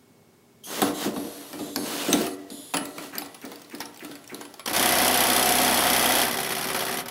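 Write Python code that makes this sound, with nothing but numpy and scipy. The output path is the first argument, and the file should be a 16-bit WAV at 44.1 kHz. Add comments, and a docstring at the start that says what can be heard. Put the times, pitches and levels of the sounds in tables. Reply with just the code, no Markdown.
"""First come hisses of air and heavy bumps, over a workshop's hum: an automatic pleating sewing machine.
Valves let out air and carriages slide and stop, shaking the steel table. The cloth clamp
snaps down and the feed moves forward in five steps. Then the sewing head clatters as its parts knock
on every turn: 1900 stitches a minute, dropping to 1000 for the last ones before it stops."""
import sys
import numpy as np
from scipy import signal
from scipy.fft import rfft, irfft, next_fast_len
from scipy.io import wavfile
from scipy.ndimage import uniform_filter1d, map_coordinates

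SR = 44100
rng = np.random.default_rng(int(sys.argv[2]) if len(sys.argv) > 2 else 0)


def write(x):
    x = np.atleast_2d(x).T
    wavfile.write(sys.argv[1], SR, np.round(np.clip(x, -1, 1) * 32767).astype(np.int16))


N = 313110
T = np.arange(N) / SR

# Thuds and clanks of carriages stopping or rumbling and of air valves opening.
# Each row: time in seconds, then thud, clank and click in dB.
BUMPS = [(0.771, -24.5, -50, -50), (.818, -13.5, -22.5, -23), (1.054, -17.5, -41, -50),
         (1.162, -21.5, -37, -54), (1.53, -29, -39.5, -39), (1.591, -23.5, -43, -44),
         (1.76, -21.5, -32, -25), (2.08, -16.5, -33, -33), (2.129, -14.5, -24, -17),
         (2.502, -33.5, -55, -39), (2.738, -21, -24.5, -35), (2.981, -31.5, -36.5, -38)]
FEED_START_S, FEED_PERIOD_S, FEED_STEPS = 3.125, 0.2925, 5
STEP_TIMES = FEED_START_S + FEED_PERIOD_S * np.arange(FEED_STEPS)


def amp(db):
    """Turn decibels (dB) into a number to multiply by."""
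    return 10 ** (np.asarray(db) / 20)


def unit(x):
    """Scale a sound to an average (rms) level of 1."""
    return x / np.sqrt(np.mean(x ** 2) + 1e-20)


def along(points, hz):
    """Read between rows of frequency and value, on a scale of octaves."""
    freqs, values = np.transpose(points)
    return np.interp(np.log(hz + 1), np.log(freqs + 1), values)


def wobble(rate):
    """A smooth random curve through `rate` points a second."""
    return map_coordinates(rng.standard_normal(int(N * rate / SR) + 4), [T * rate])


def noise(spectrum, size=N, lumps_db=0, lump_hz=400, peaks=()):
    """Noise with a given tone colour, plus optional random lumps and fixed peaks in its spectrum."""
    m = next_fast_len(size)
    hz = np.fft.rfftfreq(m, 1 / SR)
    lumps = map_coordinates(rng.uniform(-1, 1, size=512), [hz / lump_hz], order=1, mode="mirror")
    peaks_db = sum(boost / (1 + (2 * (hz - centre) / width) ** 2) for centre, width, boost in peaks)
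    db = along(spectrum, hz) + lumps_db * lumps + peaks_db
    return unit(irfft(rfft(rng.standard_normal(m)) * amp(db), m)[:size])


def fade(t, t60):
    """Die away by 60 dB in t60 seconds, the "fade time"."""
    return np.exp(-np.log(1000) * t / t60)


def ring(modes, t, blur):
    """A struck part's fading tones, new in strength at each hit; loose joints make them waver."""
    phase = lambda: 2 * np.pi * rng.random() + blur * np.cumsum(rng.standard_normal(len(t)))
    return sum(amp(db + rng.normal(0, 3.3)) * fade(t, t60) * np.sin(2 * np.pi * hz * t + phase())
               for hz, db, t60 in modes)


def add(track, s, sound):
    """Mix a sound into a track at s seconds."""
    part = track[max(round(s * SR), 0):][:len(sound)]
    part += sound[:len(part)]


def convolve(x, response):
    """Let every sample of x set off a copy of the response."""
    return signal.fftconvolve(x, response)[:N]


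def workshop(fan_db=-58):
    """Fans rush and idling motors hum."""
    # Fan noise, then motor tones. Each row: frequency in Hz, level in dB.
    fan_colour = [(15, -55), (25, -39), (111, -1.5), (354, -5), (1940, -22.5), (2280, -22), (2480, -23),
                  (8830, -26), (16000, -29)]
    motor_tones = [(240, -67), (401, -68), (2205, -76.5)]
    hum = sum(amp(db) * np.sqrt(2) * np.sin(2 * np.pi * hz * T) for hz, db in motor_tones)
    return amp(fan_db) * noise(fan_colour) + hum


def room_echo(x):
    """The workshop echoes; high sounds die sooner than low ones."""
    # The echo's length. Each row: frequency in Hz, fade time in seconds.
    fade_times = [(200, 0.92), (1500, 0.49), (6000, 0.14), (14000, 0.18)]
    hz, t, bands = signal.stft(rng.standard_normal(SR), SR, nperseg=256)
    tail = signal.istft(bands * fade(t, along(fade_times, hz)[:, None]), SR, nperseg=256)[1]
    return convolve(x, np.pad(tail / np.linalg.norm(tail), (SR // 200, 0)))


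def slides_and_rush(run_up_s=0.1, coast_t60=0.27, step_s=0.12, step_db=-54, grit_db=0.97):
    """Carriages rub grittily on their rails, swelling and fading, along with a softer rush."""
    # Loud carriage runs, plus a soft steady rush under the venting air and feed.
    # Each row: start and end in seconds, full level in dB.
    rushes = [(.65, 0.88, -31.5), (.945, 1.051, -29.5), (1.1, 1.695, -45.5), (1.79, 2.24, -31.5),
              (2.3, 4.6, -54.5), (2.94, 3.046, -41.5)]
    # Their tone colour. Each row: frequency in Hz, level in dB.
    rush_colour = [(88, -37), (150, -4), (275, 4.5), (702, -1), (1940, -6), (2360, -9), (2920, -5.5),
                   (10800, -14), (16000, -15)]
    steps = [(s, s + step_s, step_db) for s in STEP_TIMES]
    level = np.zeros(N)
    for starts, ends, db in [*rushes, *steps]:
        run_up = np.clip((T - starts) / run_up_s, 0, 1)
        level += amp(db) * run_up * fade(np.maximum(T - ends, 0), coast_t60)
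    return level * amp(grit_db * wobble(270)) * noise(rush_colour)


def air_vents(rise_s=0.0094, fall_s=0.01, sag_db_per_s=14.5):
    """Air hisses out of valves, fading as the pressure drops; echoes in each outlet colour it."""
    # Puffs of air. Each row: opening and closing time in seconds, level in dB, outlet pitch in Hz.
    puffs = [(0.634, .858, -40, 3220), (0.934, 1.064, -38.5, 3530), (1.133, 1.593, -43.5, 1410),
             (1.584, 1.773, -43.5, 3600), (1.764, 2.344, -38.5, 2130), (2.498, 2.748, -43.5, 3500),
             (2.779, 3.104, -48.5, 2150), (3.147, 3.615, -57, 4760)]
    # The hiss. Each row: frequency in Hz, level in dB.
    hiss_colour = [(800, 3), (2000, -3), (3200, 22), (7000, 18), (10500, 23), (13000, 20.5), (15500, -4)]
    air, hz, t = np.zeros(N), np.fft.rfftfreq(2 * SR, 1 / SR), T[:2 * SR]
    for opens, closes, db, outlet_hz in puffs:
        outlet = 1 / (1 - 0.45 * np.exp(-2j * np.pi * hz / outlet_hz))  # a row of broad peaks
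        hiss = noise(hiss_colour, size=2 * SR, lumps_db=8, lump_hz=234.4)
        jet = unit(irfft(rfft(hiss) * outlet, 2 * SR))
        valve = (1 - np.exp(-t / rise_s)) * np.exp(-np.maximum(t - (closes - opens), 0) / fall_s)
        add(air, opens, jet * valve * amp(db - sag_db_per_s * t))
    return air


def table_thuds(t60=0.19, ring_db=-5, swell_s=0.012, step_lag_s=0.02, step_db=-31,
                rebound_s=0.062, rebound_loss_db=7):
    """Each bump and feed step shakes the steel table with a dull thud, then a softer rebound."""
    # The dull thump. Each row: frequency in Hz, level in dB.
    thump_colour = [(60, -25), (120, -17.5), (200, 0), (285, 3.5), (420, -7), (900, -16), (4000, -67)]
    # The table's ringing panels. Each row: pitch in Hz, level in dB, fade time in seconds.
    panel_tones = [(289.3, -2.5, 0.75), (323, -16.5, 0.86), (378.5, -12, 0.85), (473, -13, 0.84),
                   (600, -17, 0.86), (686, -18, 0.98)]
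    table, t = np.zeros(N), T[:SR]
    blows = [(s, db) for s, db, _, _ in BUMPS] + [(s + step_lag_s, step_db) for s in STEP_TIMES]
    rebounds = [(s + rebound_s, db - rebound_loss_db) for s, db in blows]
    for s, db in blows + rebounds:
        jolt = noise(thump_colour, size=SR) * fade(t, t60) + amp(ring_db) * ring(panel_tones, t, 0.035)
        add(table, s, amp(db) * (1 - np.exp(-t / swell_s)) * jolt)
    return table


def whirrs_and_squeaks(screw_s=0.045, screw_db=-44, screw_hz=(2300, 1492), width_hz=500, rise_s=0.0012):
    """The feed screw whirrs at each step, falling in pitch as it brakes, and sliding guides squeak."""
    # Squeaks. Each row: start and length in seconds, level in dB, first and last pitch in Hz.
    squeaks = [(1.984, 0.15, -38.5, 3300, 2610), (3.131, 0.06, -40.5, 1205, 2300)]
    track, t = np.zeros(N), T[:SR // 4]
    whirrs = [(s, screw_s, screw_db, *screw_hz) for s in STEP_TIMES]
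    for s, length, db, first_hz, last_hz in [*whirrs, *squeaks]:
        hz = np.interp(t, [0, length], [first_hz, last_hz])
        grit = noise([(width_hz, 0), (4 * width_hz, -24)], size=len(t))
        shape = (1 - np.exp(-t / rise_s)) * np.exp(-(t / length) ** 4)
        add(track, s, amp(db) * shape * unit(grit * np.sin(2 * np.pi * np.cumsum(hz) / SR)))
    return track


def steel_hits(lag_per_step_s=0.0055, scatter_db=3.5, tick_clank_db=-57, tick_click_db=-50):
    """List the bumps, latch snaps and link knocks: time in seconds, clank and click in dB."""
    # Latches and clamp fingers snapping. Each row: time in seconds, clank and click in dB.
    latches = [(2.214, -46, -31), (2.266, -33.5, -30.5), (2.743, -28.5, -26.5), (2.769, -28.5, -27),
               (2.854, -42, -32.5), (3.182, -37.5, -27.5), (3.804, -35, -30), (4.595, -39.5, -43),
               (4.66, -34, -26.5)]
    # Links knocking in each feed step. 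Each row: delay in seconds, clank and click in dB.
    link_knocks = [(.028, -44.5, -36.5), (.094, -40, -42.5), (.135, -45.5, -44), (.223, -51.5, -47.5)]
    bumps = [(s, clank_db, click_db) for s, _, clank_db, click_db in BUMPS]
    vary = lambda db: db + rng.normal(0, scatter_db)
    knocks = [(s + delay + step * lag_per_step_s, vary(clank_db), vary(click_db))
              for step, s in enumerate(STEP_TIMES) for delay, clank_db, click_db in link_knocks]
    # slightly loose links tick while the feed steps
    tick_times = FEED_START_S + FEED_STEPS * FEED_PERIOD_S * rng.random(size=24)
    ticks = [(s, tick_clank_db, vary(tick_click_db)) for s in tick_times]
    return [*bumps, *latches, *knocks, *ticks]


def steel_clacks(clank_db=4, click_db=8, ring_db=-19, rise_s=0.00031):
    """Steel hits steel with a sharp click and a fuller clank, and the clamp plates ring."""
    # The clank, then the click. 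Each row: frequency in Hz, level in dB.
    clank_colour = [(100, -22), (300, -17), (700, 0.5), (1300, -5.5), (2500, -6), (4500, -12.5),
                    (9000, -33.5)]
    click_colour = [(1000, -25), (2500, -6), (4500, 0), (7000, -1), (12000, -4), (16000, -5)]
    # The clamp plates. Each row: pitch in Hz, level in dB, fade time in seconds.
    plate_tones = [(1350, 7, 0.27), (1950, -4, 1.2), (4460, 6, 0.15), (10100, 6, 0.33)]
    # Single parts ringing. Each row: start in seconds, pitch in Hz, level in dB, fade time in seconds.
    pings = [(.638, 3220, -34, 0.064), (0.822, 1103, -17, 0.12), (2.1, 8300, -33, 0.39),
             (2.13, 6180, -9.5, 0.017), (2.983, 1386, -28, 0.065), (3.183, 13400, -13, 0.013)]
    metal, t = np.zeros(N), T[:SR]
    attack, snap, clang = 1 - np.exp(-t / rise_s), fade(t, t60=0.019), fade(t, t60=0.08)
    for s, body_db, edge_db in steel_hits():
        clank = amp(clank_db) * noise(clank_colour, size=SR, lumps_db=11, lump_hz=155.3) * clang
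        plates = amp(ring_db) * ring(plate_tones, t, blur=0.0555)
        click = amp(click_db) * noise(click_colour, size=SR, lumps_db=-13, lump_hz=650) * snap
        add(metal, s, attack * (amp(body_db) * (clank + plates) + amp(edge_db) * click))
    for s, hz, db, t60 in pings:
        add(metal, s, attack * ring([(hz, db, t60)], t, blur=0.091))
    return metal


def stitching(knock_db=-24, knock_t60=0.085, repeat_db=-9, rattle_db=-18, slow_rattle_db=-1,
              rise_s=0.0015, force_db=-1.5, db_per_doubling=3.5, scatter_db=1.75, slow_scatter_db=-5.5):
    """Four strokes a turn knock the sewing head and rattle its loose parts, harder at higher speed."""
    # The main shaft, one stitch a turn. Each row: time in seconds, turns done.
    shaft = [(4.657, 0), (4.731, 1), (6.2146, 48), (6.25, 49), (7.005, 61.58), (7.057, 61.71), (7.1, 62.2)]
    # Strokes of the needle bar, thread lever, hook and feed.
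    # Each row: share of a turn, knock and rattle in dB, the rattle's fade time in seconds.
    strokes = [(0, -1.5, 6, 0.042), (.24, 4, -7.5, 0.089), (.51, 1.5, 0.5, 0.057), (.71, 1.5, -10, 0.029)]
    # The head's knock, the links' knock and the rattle. Each row: frequency in Hz, level in dB.
    head_colour = [(60, -45), (130, -15), (250, -3), (500, 0), (720, -0.5), (1100, -3), (1550, -1.5),
                   (1900, -2), (2500, -5.5), (4000, -16), (8000, -25), (16000, -18)]
    link_colour = [(700, -28), (1100, -6), (2000, -9), (5000, -1.5), (16000, -31)]
    rattle_colour = [(300, -11), (1000, 8.5), (2200, -4.5), (3200, 6.5), (4000, 4.5), (5500, 4), (6600, -1),
                     (8500, 1.5), (10500, 6), (12500, 4), (15500, -8)]
    # Where the arm rings, then the hook and needle plate. Each row: pitch and width in Hz, boost in dB.
    arm_peaks = [(245.7, 26, 12), (724, 68, 8.5)]
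    hook_peaks = [(1985, 120, 17), (2500, 120, 11), (5670, 150, 2.5), (10300, 250, 4)]
    # The head shaking at full speed. Each row: shakes per turn, level in dB.
    shake_tones = [(1, -56), (2, -56), (3, -50), (4, -53), (5, -54), (8, -43), (9, -44), (10, -45),
                   (11, -46), (14, -48), (16, -46), (19, -48), (20, -45), (22, -38), (23, -37), (26, -45),
                   (29, -45)]
    shaft_s, shaft_turns = np.transpose(shaft)
    turns = np.interp(T, shaft_s, shaft_turns)
    speed = uniform_filter1d(np.gradient(turns), SR // 20)
    speed /= speed.max()
    fast = speed ** 2  # 0 at rest, 1 at full speed
    force = amp(force_db + db_per_doubling * np.log2(np.abs(speed) + 1e-6))
    head, t = np.zeros(N), T[:SR // 4]
    attack = 1 - np.exp(-t / rise_s)

    def loudness(blows, t60):
        """The level over time as the energy of the blows adds up and fades."""
        return np.sqrt(np.abs(convolve(blows ** 2, (attack * fade(t, t60)) ** 2)))

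    for share, body_db, edge_db, rattle_t60 in strokes:
        times = np.interp(np.arange(share, shaft_turns[-1], 1), shaft_turns, shaft_s)
        at = np.clip((times * SR).astype(int), 0, N - 1)
        # at low speed, slack in the links matters more than each stroke's own force
        spread_db = scatter_db + slow_scatter_db * (1 - fast[at])
        blows = np.bincount(at, force[at] * amp(spread_db * rng.uniform(-1, 1, len(at))), N)
        # part of the knock is alike on every turn, part is always new
        alike = convolve(blows, noise(link_colour, size=len(t)) * attack * fade(t, knock_t60))
        fresh = loudness(blows, knock_t60) * noise(head_colour, peaks=arm_peaks)
        head += amp(knock_db + body_db) * (fresh + amp(repeat_db) * alike)
        loose_db = rattle_db + fast * edge_db + (1 - fast) * slow_rattle_db
        rattle = noise(rattle_colour, lumps_db=6.5, lump_hz=247.3, peaks=hook_peaks)
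        head += amp(loose_db) * loudness(blows, rattle_t60) * rattle
    # unbalanced parts shake the head with the square of the speed
    for per_turn, db in shake_tones:
        level = fast * amp(db + wobble(15)) * np.sqrt(2)
        head += level * np.sin(2 * np.pi * (per_turn * turns + rng.random()))
    return head


def scene(echo_db=-9):
    """The machine close by; its sharper metal sounds and its stitching echo in the room."""
    metal = steel_clacks() + whirrs_and_squeaks()
    head = stitching()
    echo = room_echo(amp(echo_db) * (metal + head))
    return (metal + head + echo + table_thuds() + air_vents() + slides_and_rush() + workshop())[None]


def record(dry, bass_hz=66, top_hz=15750):
    """Thin out the deep bass and cut off the very highest treble."""
    m = next_fast_len(N + 8192)
    thin = signal.sosfilt(signal.butter(2, bass_hz, "high", fs=SR, output="sos"), dry)
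    return irfft(rfft(thin, m) * (np.fft.rfftfreq(m, 1 / SR) < top_hz), m)[:, :N]


dry = scene()
out = record(dry)
write(out)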